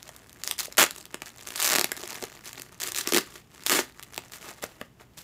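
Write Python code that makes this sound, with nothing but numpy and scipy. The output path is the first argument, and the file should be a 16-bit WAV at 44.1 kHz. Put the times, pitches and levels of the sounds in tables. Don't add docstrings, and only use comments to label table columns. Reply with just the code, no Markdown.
import sys
import numpy as np
from scipy import signal
from scipy.fft import rfft, irfft
from scipy.io import wavfile
from scipy.ndimage import uniform_filter1d

SR = 44100
rng = np.random.default_rng(int(sys.argv[2]) if len(sys.argv) > 2 else 0)


def generate_wav(sig):
    pcm = np.round(np.clip(np.atleast_2d(sig).T, -1, 1) * 32767).astype(np.int16)
    wavfile.write(sys.argv[1], SR, pcm)


N = 230942
LEAD_S = .001
POCKET_HZ, POCKET_T60_S = 339, 0.013

# (in all tables, flex_db and panel_db are relative to the crack)
FILM_SNAPS = [(0.0915, -40.5, 4, -9), (1.1443, -30.5, 6, -1), (1.22, -33, 4, -2), (1.708, -23, 1, -11),
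              (1.7327, -19, -15, -11), (1.7391, -21.5, -10, -10), (1.7523, -19, 0, -10),
              (1.759, -16.5, -12.5, -8.5), (1.7849, -18, 0, -3.5), (1.7947, -17.5, -14, -7.5),
              (1.8124, -17, -6.5, -7), (1.8436, -16, -9, -8.5), (1.9181, -22.5, 0.5, -11),
              (2.2267, -40.5, -2, 9.5), (2.239, -30.5, -5, -11), (2.5974, -35.5, 0, -4),
              (3.0740, -21, -2, -4.5), (3.6642, -18, -6, -19), (3.6969, -16.5, -0.5, -15),
              (3.7915, -25, 10, 5), (3.9956, -41, 8, -12), (4.1788, -26.5, 0, -2.5), (4.6396, -30.5, 4, 2),
              (4.814, -41, 13.5, 11.5)]
# time_s, crack_db
LONE_CRACKS = [(0.029, -38.5), (0.079, -44), (0.1641, -40.5), (0.295, -44.5), (0.3293, -43.5),
               (0.4367, -26), (0.4758, -22), (0.512, -18.5), (0.5821, -35), (0.5906, -24.5), (0.5966, -27),
               (0.606, -25), (0.6323, -34), (0.6566, -31), (0.7248, -36), (0.7716, -26.5), (0.863, -30),
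               (0.909, -28), (1.055, -37.5), (1.4723, -31.5), (1.559, -27), (1.5766, -32), (1.6005, -21.5),
               (1.606, -26), (1.6183, -21.5), (1.6258, -18.5), (1.6311, -22.5), (1.6353, -28),
               (1.6376, -26), (1.6451, -19), (1.6499, -20), (1.6535, -22), (1.659, -21), (1.6624, -20.5),
               (1.6703, -22.5), (1.6759, -18), (1.68, -24), (1.6908, -23), (1.7004, -19.5), (1.7163, -21.5),
               (1.7217, -20.5), (1.7644, -20), (1.9668, -33.5), (2.0766, -32.5), (2.1054, -31.5),
               (2.145, -36.5), (2.4584, -38), (2.531, -35.5), (2.6199, -32), (2.802, -31.5),
               (2.8058, -32.5), (2.8122, -32.5), (2.8185, -28), (2.8319, -28), (2.8371, -25.5),
               (2.8744, -28), (2.889, -39), (2.92, -27), (2.9476, -27), (2.9627, -26), (2.976, -24.5),
               (2.9849, -24.5), (2.9886, -26), (2.9958, -33), (3.6364, -39.5), (3.6688, -21.5),
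               (4.0275, -36.5), (4.0337, -37.5), (4.1441, -38), (4.1628, -37), (4.3203, -39)]


def snaps(flex_db=-7.5, panel_db=-29):
    cracks = [(s, crack_db, flex_db, panel_db) for s, crack_db in LONE_CRACKS]
    return single_buckles(list(FILM_SNAPS) + cracks)


# time_s, crack_db
SEAM_JERKS = [(0.7809, -19.5), (0.7831, -14.5), (0.7874, -17), (0.789, -18.5), (0.7911, -21.5),
              (0.7964, -14.5), (0.7990, -18.5), (0.8021, -21), (0.8064, -15.5), (0.8100, -15.5),
              (0.8128, -25.5), (0.8165, -14.5), (0.8219, -24.5), (0.8241, -18), (0.8285, -13),
              (0.831, -21.5), (0.839, -16), (3.1231, -21), (3.1356, -19), (3.1462, -17), (3.153, -24.5),
              (3.1643, -18), (3.1727, -17), (3.1823, -20), (3.706, -27.5), (3.7147, -24), (3.719, -24),
              (3.7277, -21.5), (3.737, -24.5), (3.7494, -23.5), (3.7575, -26)]


def tearing_seam(flex_db=1, shut_panel_db=-17, gape_boost_db=19):
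    return single_buckles([(s, crack_db, flex_db, shut_panel_db + gape_boost_db * gape_at(s))
                           for s, crack_db in SEAM_JERKS])


def single_buckles(rows, snap_s=0.0023, spread_octaves=0.15):
    out = np.zeros(N + SR)
    for s, crack_db, flex_db, panel_db in rows:
        push = buckle(shiver_db=-1, shiver_s=0.00099, strain_s=0.0002, ring_db=-3)
        pocket_hz = POCKET_HZ * 2 ** (spread_octaves * rng.standard_normal())
        tension = 2 ** (spread_octaves * rng.standard_normal())
        crack, flex, panel = map(unit_energy, film(push, gape_at(s), pocket_hz, tension))
        snap = from_db(1) * crack - from_db(flex_db - 3.5) * flex + from_db(panel_db - 2) * panel
        at = round((s - LEAD_S) * SR)
        out[at:at + len(snap)] += from_db(crack_db) * np.sqrt(snap_s * SR) * snap
    return out[:N]


def buckle(shiver_db, shiver_s, strain_s, ring_db, settle_db=-9, settle_s=.0022, size=2048):
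    t = (np.arange(size) - round(LEAD_S * SR)) / SR
    swell = np.exp(np.minimum(t / strain_s, -t / shiver_s))
    shiver = unit_energy(rng.standard_normal(size) * swell)
    settle_at = int((LEAD_S + rng.uniform(.1, 1) * settle_s) * SR)
    settle = from_db(settle_db) * (np.arange(size) == settle_at)
    push = from_db(shiver_db) * shiver + rng.choice([-1, 1]) * ((t == 0) - settle)
    pitch_hz = 1600 * 7 ** rng.random()
    return unit_energy(push + from_db(ring_db) * ring(push, pitch_hz, 6 / pitch_hz))


# pitch_hz, t60_s
FILM_MODES = [(1280, 0.0031), (1900, 0.0057)]


def film(push, gape, pocket_hz, tension=1, body_db=-2):
    crack = band(band(push, 1900, 23800, order=1), 1900, 14940)
    modes = sum(ring(push, hz * tension, t60_s) for hz, t60_s in FILM_MODES)
    flex = band(from_db(body_db) * push + modes, 462, 3085, order=3)
    taut = unit_energy(band(band(push, 210, 1050, order=1), 90, 900))
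    hollow = unit_energy(band(ring(push, pocket_hz, POCKET_T60_S), 160, 506))
    panel = ((1 - gape) * taut + gape * hollow) * np.sqrt(len(push))
    return crack, flex, panel


# start_s, level_db, pitch_hz, loss_db_per_cycle (sign ignored)
PANEL_FLIPS = [(0.091, -30.5, 645, 7.5), (0.682, -25.5, 547, 8.5), (0.7853, -4, 1386, 5),
               (1.145, -29, 244, 18), (1.219, -21, 1840, -4.5), (1.9199, -12.5, 1700, 4.5),
               (2.035, -30, 376, 4.5), (2.235, -20.5, 424, 7), (4.637, -17.5, 487, 7),
               (4.814, -19.5, 245, 12)]


def panel_flips(rise_cycles=0.48):
    out = np.zeros(N + SR)
    t = np.arange(SR // 10) / SR
    for start_s, level_db, pitch_hz, loss_db in PANEL_FLIPS:
        cycles = pitch_hz * t
        envelope = from_db(level_db - abs(loss_db) * cycles) * (1 - np.exp(-cycles / rise_cycles))
        at = round(start_s * SR)
        out[at:at + len(t)] += envelope * np.sin(2 * np.pi * cycles)
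    return out[:N]


# time_s, gape_fraction, slide_db (sliding hiss relative to the creases)
BAG_GRIP = [(0.15, 0.05, -3), (0.45, 0.37, -9.5), (2.2, 0.32, -8), (3.1, 0.97, 1.5), (3.7, 0.9, -4.5),
            (3.76, 0.76, 4.5), (4.15, 0.35, -11), (4.45, 0, 1.5)]


def rustle(gentle_per_s=185, doubling_db=16, colour_db=3.5, colour_per_s=90):
    strength = hand_effort()
    level_db = 20 * np.log10(strength[0])
    gape, slide_db = in_time(BAG_GRIP)
    per_s = gentle_per_s * 2 ** ((level_db - np.median(level_db)) / doubling_db)
    voices = film(creases(per_s, slide_db), np.clip(gape, 0, 1), POCKET_HZ)
    voices = [voice * from_db(colour_db * drift(colour_per_s)) for voice in voices]
    steady = [voice / np.sqrt(uniform_filter1d(voice ** 2, size=1300) + 1e-12) for voice in voices]
    crack, flex, panel = strength * np.array(steady)
    return from_db(0.18) * crack - from_db(1.15) * flex + from_db(-2) * panel


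def creases(per_s, slide_db, spread_db=3.5, count=240, size=256):
    sizes = from_db(spread_db * np.minimum(rng.exponential(1, N), 2.7))
    chance = per_s / SR
    clicks = sizes * (rng.random(N) < chance) / np.sqrt(chance * np.mean(sizes ** 2))
    shapes = [buckle(shiver_db=-2.1, shiver_s=0.00057, strain_s=0.000042, ring_db=5, size=size)
              for _ in range(count)]
    shape_index = rng.integers(0, count, N)
    grains = np.zeros(N + size)
    for at in np.flatnonzero(clicks):
        grains[at:at + size] += clicks[at] * shapes[shape_index[at]]
    return grains[:N] + from_db(slide_db) * rng.standard_normal(N)


# start_s, length_s, crack_db, swell_db, flex_db, panel_db
HAND_STROKES = [(0.436, 0.083, -42, 4, -12.5, -12), (0.59, 0.059, -35, -11, -13, -19.5),
                (0.782, 0.055, -28.5, -7, 6, -13.5), (0.949, 0.054, -46, 0, -18, -10.5),
                (1.26, 0.024, -46, 0, -3.5, -27), (1.357, 0.08, -52, 6.5, -5, -15),
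                (1.463, 0.066, -42.5, -1, -5.5, -11.5), (1.552, 0.05, -36, 5.5, -5, -18.5),
                (1.62, 0.082, -34.5, 2.5, -2, -12.5), (1.714, .052, -34.5, -4, 5.5, -8),
                (1.97, 0.079, -45, 0.5, -7.5, -3), (2.087, 0.088, -44.5, 0.5, -1, -6.5),
                (2.219, 0.013, -40, 1.5, -3.5, -7), (2.442, 0.041, -45, 8.5, -7, -14),
                (2.816, 0.072, -37, 0.5, -6, -11.5), (2.954, 0.051, -33.5, 6.5, -11, -15),
                (3.053, 0.023, -48, -1.5, 8, -6), (3.088, 0.0045, -28.5, -3.5, -11, -12.5),
                (3.142, 0.039, -29, 1, -2.5, -5.5), (3.318, 0.039, -51.5, 9, -3, -7),
                (3.677, 0.014, -34.5, -8, -11.5, -14), (3.704, 0.092, -26.5, -3.5, -2.5, -7),
                (4.321, 0.037, -44.5, 2.5, -4.5, -21), (4.412, 0.097, -47.5, 5, -1.5, -4),
                (4.626, 0.013, -38, -6, -3, -12), (5.001, 0.013, -54, -4.5, 2, -1),
                (5.175, 0.033, -45.5, -5, -10.5, -14)]
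# time_s, crack_db
LIGHT_FINGERING = [(0, -61.5), (.05, -59.5), (.17, -56), (.22, -60.5), (.4, -60), (1.2, -60.5), (2.1, -53),
                   (2.785, -57), (2.83, -53), (3.39, -58), (3.43, -74), (3.55, -60.5), (3.93, -61.5),
                   (4.4, -59.5), (4.82, -59.5), (4.92, -79), (5.24, -74)]


def hand_effort(fidget_db=3, fidget_per_s=55, flurry_db=-24.5):
    t = np.arange(N) / SR
    fingering_db, = in_time(LIGHT_FINGERING)
    fingering = from_db(fingering_db + fidget_db * drift(fidget_per_s))
    parts = [(fingering, 0, -6)]
    for start_s, length_s, crack_db, swell_db, flex_db, panel_db in HAND_STROKES:
        progress = np.clip((t - start_s) / length_s, 0, 1)
        level = from_db(crack_db + swell_db * (progress - .5))
        stroke = gesture(start_s, length_s, attack_s=0.0028, release_s=0.019)
        parts.append((level * stroke, flex_db, panel_db))
    for s, crack_db, flex_db, panel_db in FILM_SNAPS:
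        flurry = gesture(s, 0, attack_s=0.01, release_s=0.018)
        parts.append((from_db(crack_db + flurry_db) * flurry, flex_db, panel_db))
    shares = from_db([(0, flex_db, panel_db) for _, flex_db, panel_db in parts]) ** 2
    powers = np.array([gain ** 2 for gain, _, _ in parts])
    return np.sqrt(shares.T @ powers)


# frequency_hz, level_db, t60_s
ROOM_TAIL = [(121, -3.5, 0.12), (315, -12, 0.22), (800, -12.5, 0.22), (4030, -11.5, 0.22),
             (15000, -17, 0.19)]


def living_room(x, echo_s=0.011, echo_db=-16, echo_spread_s=0.0015, build_s=0.00053):
    t = np.arange(SR // 2) / SR
    edges_hz = np.geomspace(70, 18000, 10)
    response = np.zeros(len(t))
    for low, high in zip(edges_hz, edges_hz[1:]):
        hz = np.sqrt(low * high)
        fade = from_db(-60 * t / at_hz(ROOM_TAIL, hz, column=2)) * (1 - np.exp(-t / build_s))
        tail = unit_energy(band(rng.standard_normal(len(t)), low, high) * fade)
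        response += from_db(at_hz(ROOM_TAIL, hz)) * np.sqrt(2 * (high - low) / SR) * tail
    echo = rng.standard_normal(len(t)) * (t > echo_s) * np.exp(-np.abs(t - echo_s) / echo_spread_s)
    response += from_db(echo_db) * unit_energy(echo)
    return x + signal.oaconvolve(x, response)[:N]


# frequency_hz, relative_db
NOISE_FLOOR = [(18, -47), (30, -9), (144, -3), (420, -11), (518, -17), (3070, -24), (4090, -33),
               (7650, -34), (15500, -33)]
# pitch_hz, rms_db
MAINS_HUM = [(59.5, -68.5), (119, -66)]


def room_tone(noise_rms_db=-58):
    hz = np.arange(N // 2 + 1) * SR / N
    spectrum = rfft(rng.standard_normal(N)) * from_db(at_hz(NOISE_FLOOR, hz))
    noise = unit_energy(irfft(spectrum, N)) * np.sqrt(N)
    t = np.arange(N) / SR
    hum = sum(np.sqrt(2) * from_db(rms_db) * np.sin(2 * np.pi * (pitch_hz * t + rng.random()))
              for pitch_hz, rms_db in MAINS_HUM)
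    return from_db(noise_rms_db) * noise + hum


def gape_at(s):
    grip_s, gape, _ = np.transpose(BAG_GRIP)
    return np.clip(np.interp(s, grip_s, gape), 0, 1)


def gesture(start_s, length_s, attack_s, release_s):
    age = np.arange(N) / SR - start_s
    return np.exp(np.clip(np.minimum(age / attack_s, (length_s - age) / release_s), -20, 0))


def ring(x, hz, t60_s):
    r, w = from_db(-60 / (t60_s * SR)), 2 * np.pi * hz / SR
    return signal.lfilter([(1 - r * r) / 2, 0, (r * r - 1) / 2], [1, -2 * r * np.cos(w), r * r], x + 1e-18)


def band(x, low_hz, high_hz, order=2):
    top_hz = min(high_hz, .48 * SR)
    sos = signal.butter(order, [min(low_hz, top_hz / 2), top_hz], "band", fs=SR, output="sos")
    return signal.sosfilt(sos, x + 1e-18)


def drift(per_s):
    knots = rng.standard_normal(int(N / SR * per_s) + 2)
    wander = np.interp(np.arange(N) / SR * per_s, np.arange(len(knots)), knots)
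    return wander / wander.std()


def in_time(rows):
    s, *columns = np.transpose(rows)
    return [np.interp(np.arange(N) / SR, s, column) for column in columns]


def at_hz(rows, hz, column=1):
    rows = np.array(rows)
    return np.interp(np.log(np.maximum(hz, 1)), np.log(rows[:, 0]), rows[:, column])


def from_db(db):
    return 10 ** (np.asarray(db) / 20)


def unit_energy(x):
    return x / np.sqrt(np.sum(x ** 2) + 1e-20)


def scene():
    bag = snaps() + tearing_seam() + panel_flips() + rustle()
    return (living_room(bag) + room_tone())[None]


# frequency_hz, gain_db
MIC_RESPONSE = [(1000, 0), (2000, -4.5), (4000, 0), (7800, 1.5), (8400, -3), (15000, -2)]


def record(dry, cutoff_hz=15600):
    hz = np.linspace(0, SR / 2, num=257)
    colour = signal.firwin2(129, hz, from_db(at_hz(MIC_RESPONSE, hz)), fs=SR)
    rounded = np.tanh(signal.oaconvolve(dry, colour[None], mode="same"))
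    low_pass = signal.firwin(201, cutoff_hz, fs=SR)
    return signal.oaconvolve(rounded, low_pass[None], mode="same")


dry = scene()
out = record(dry)
generate_wav(out)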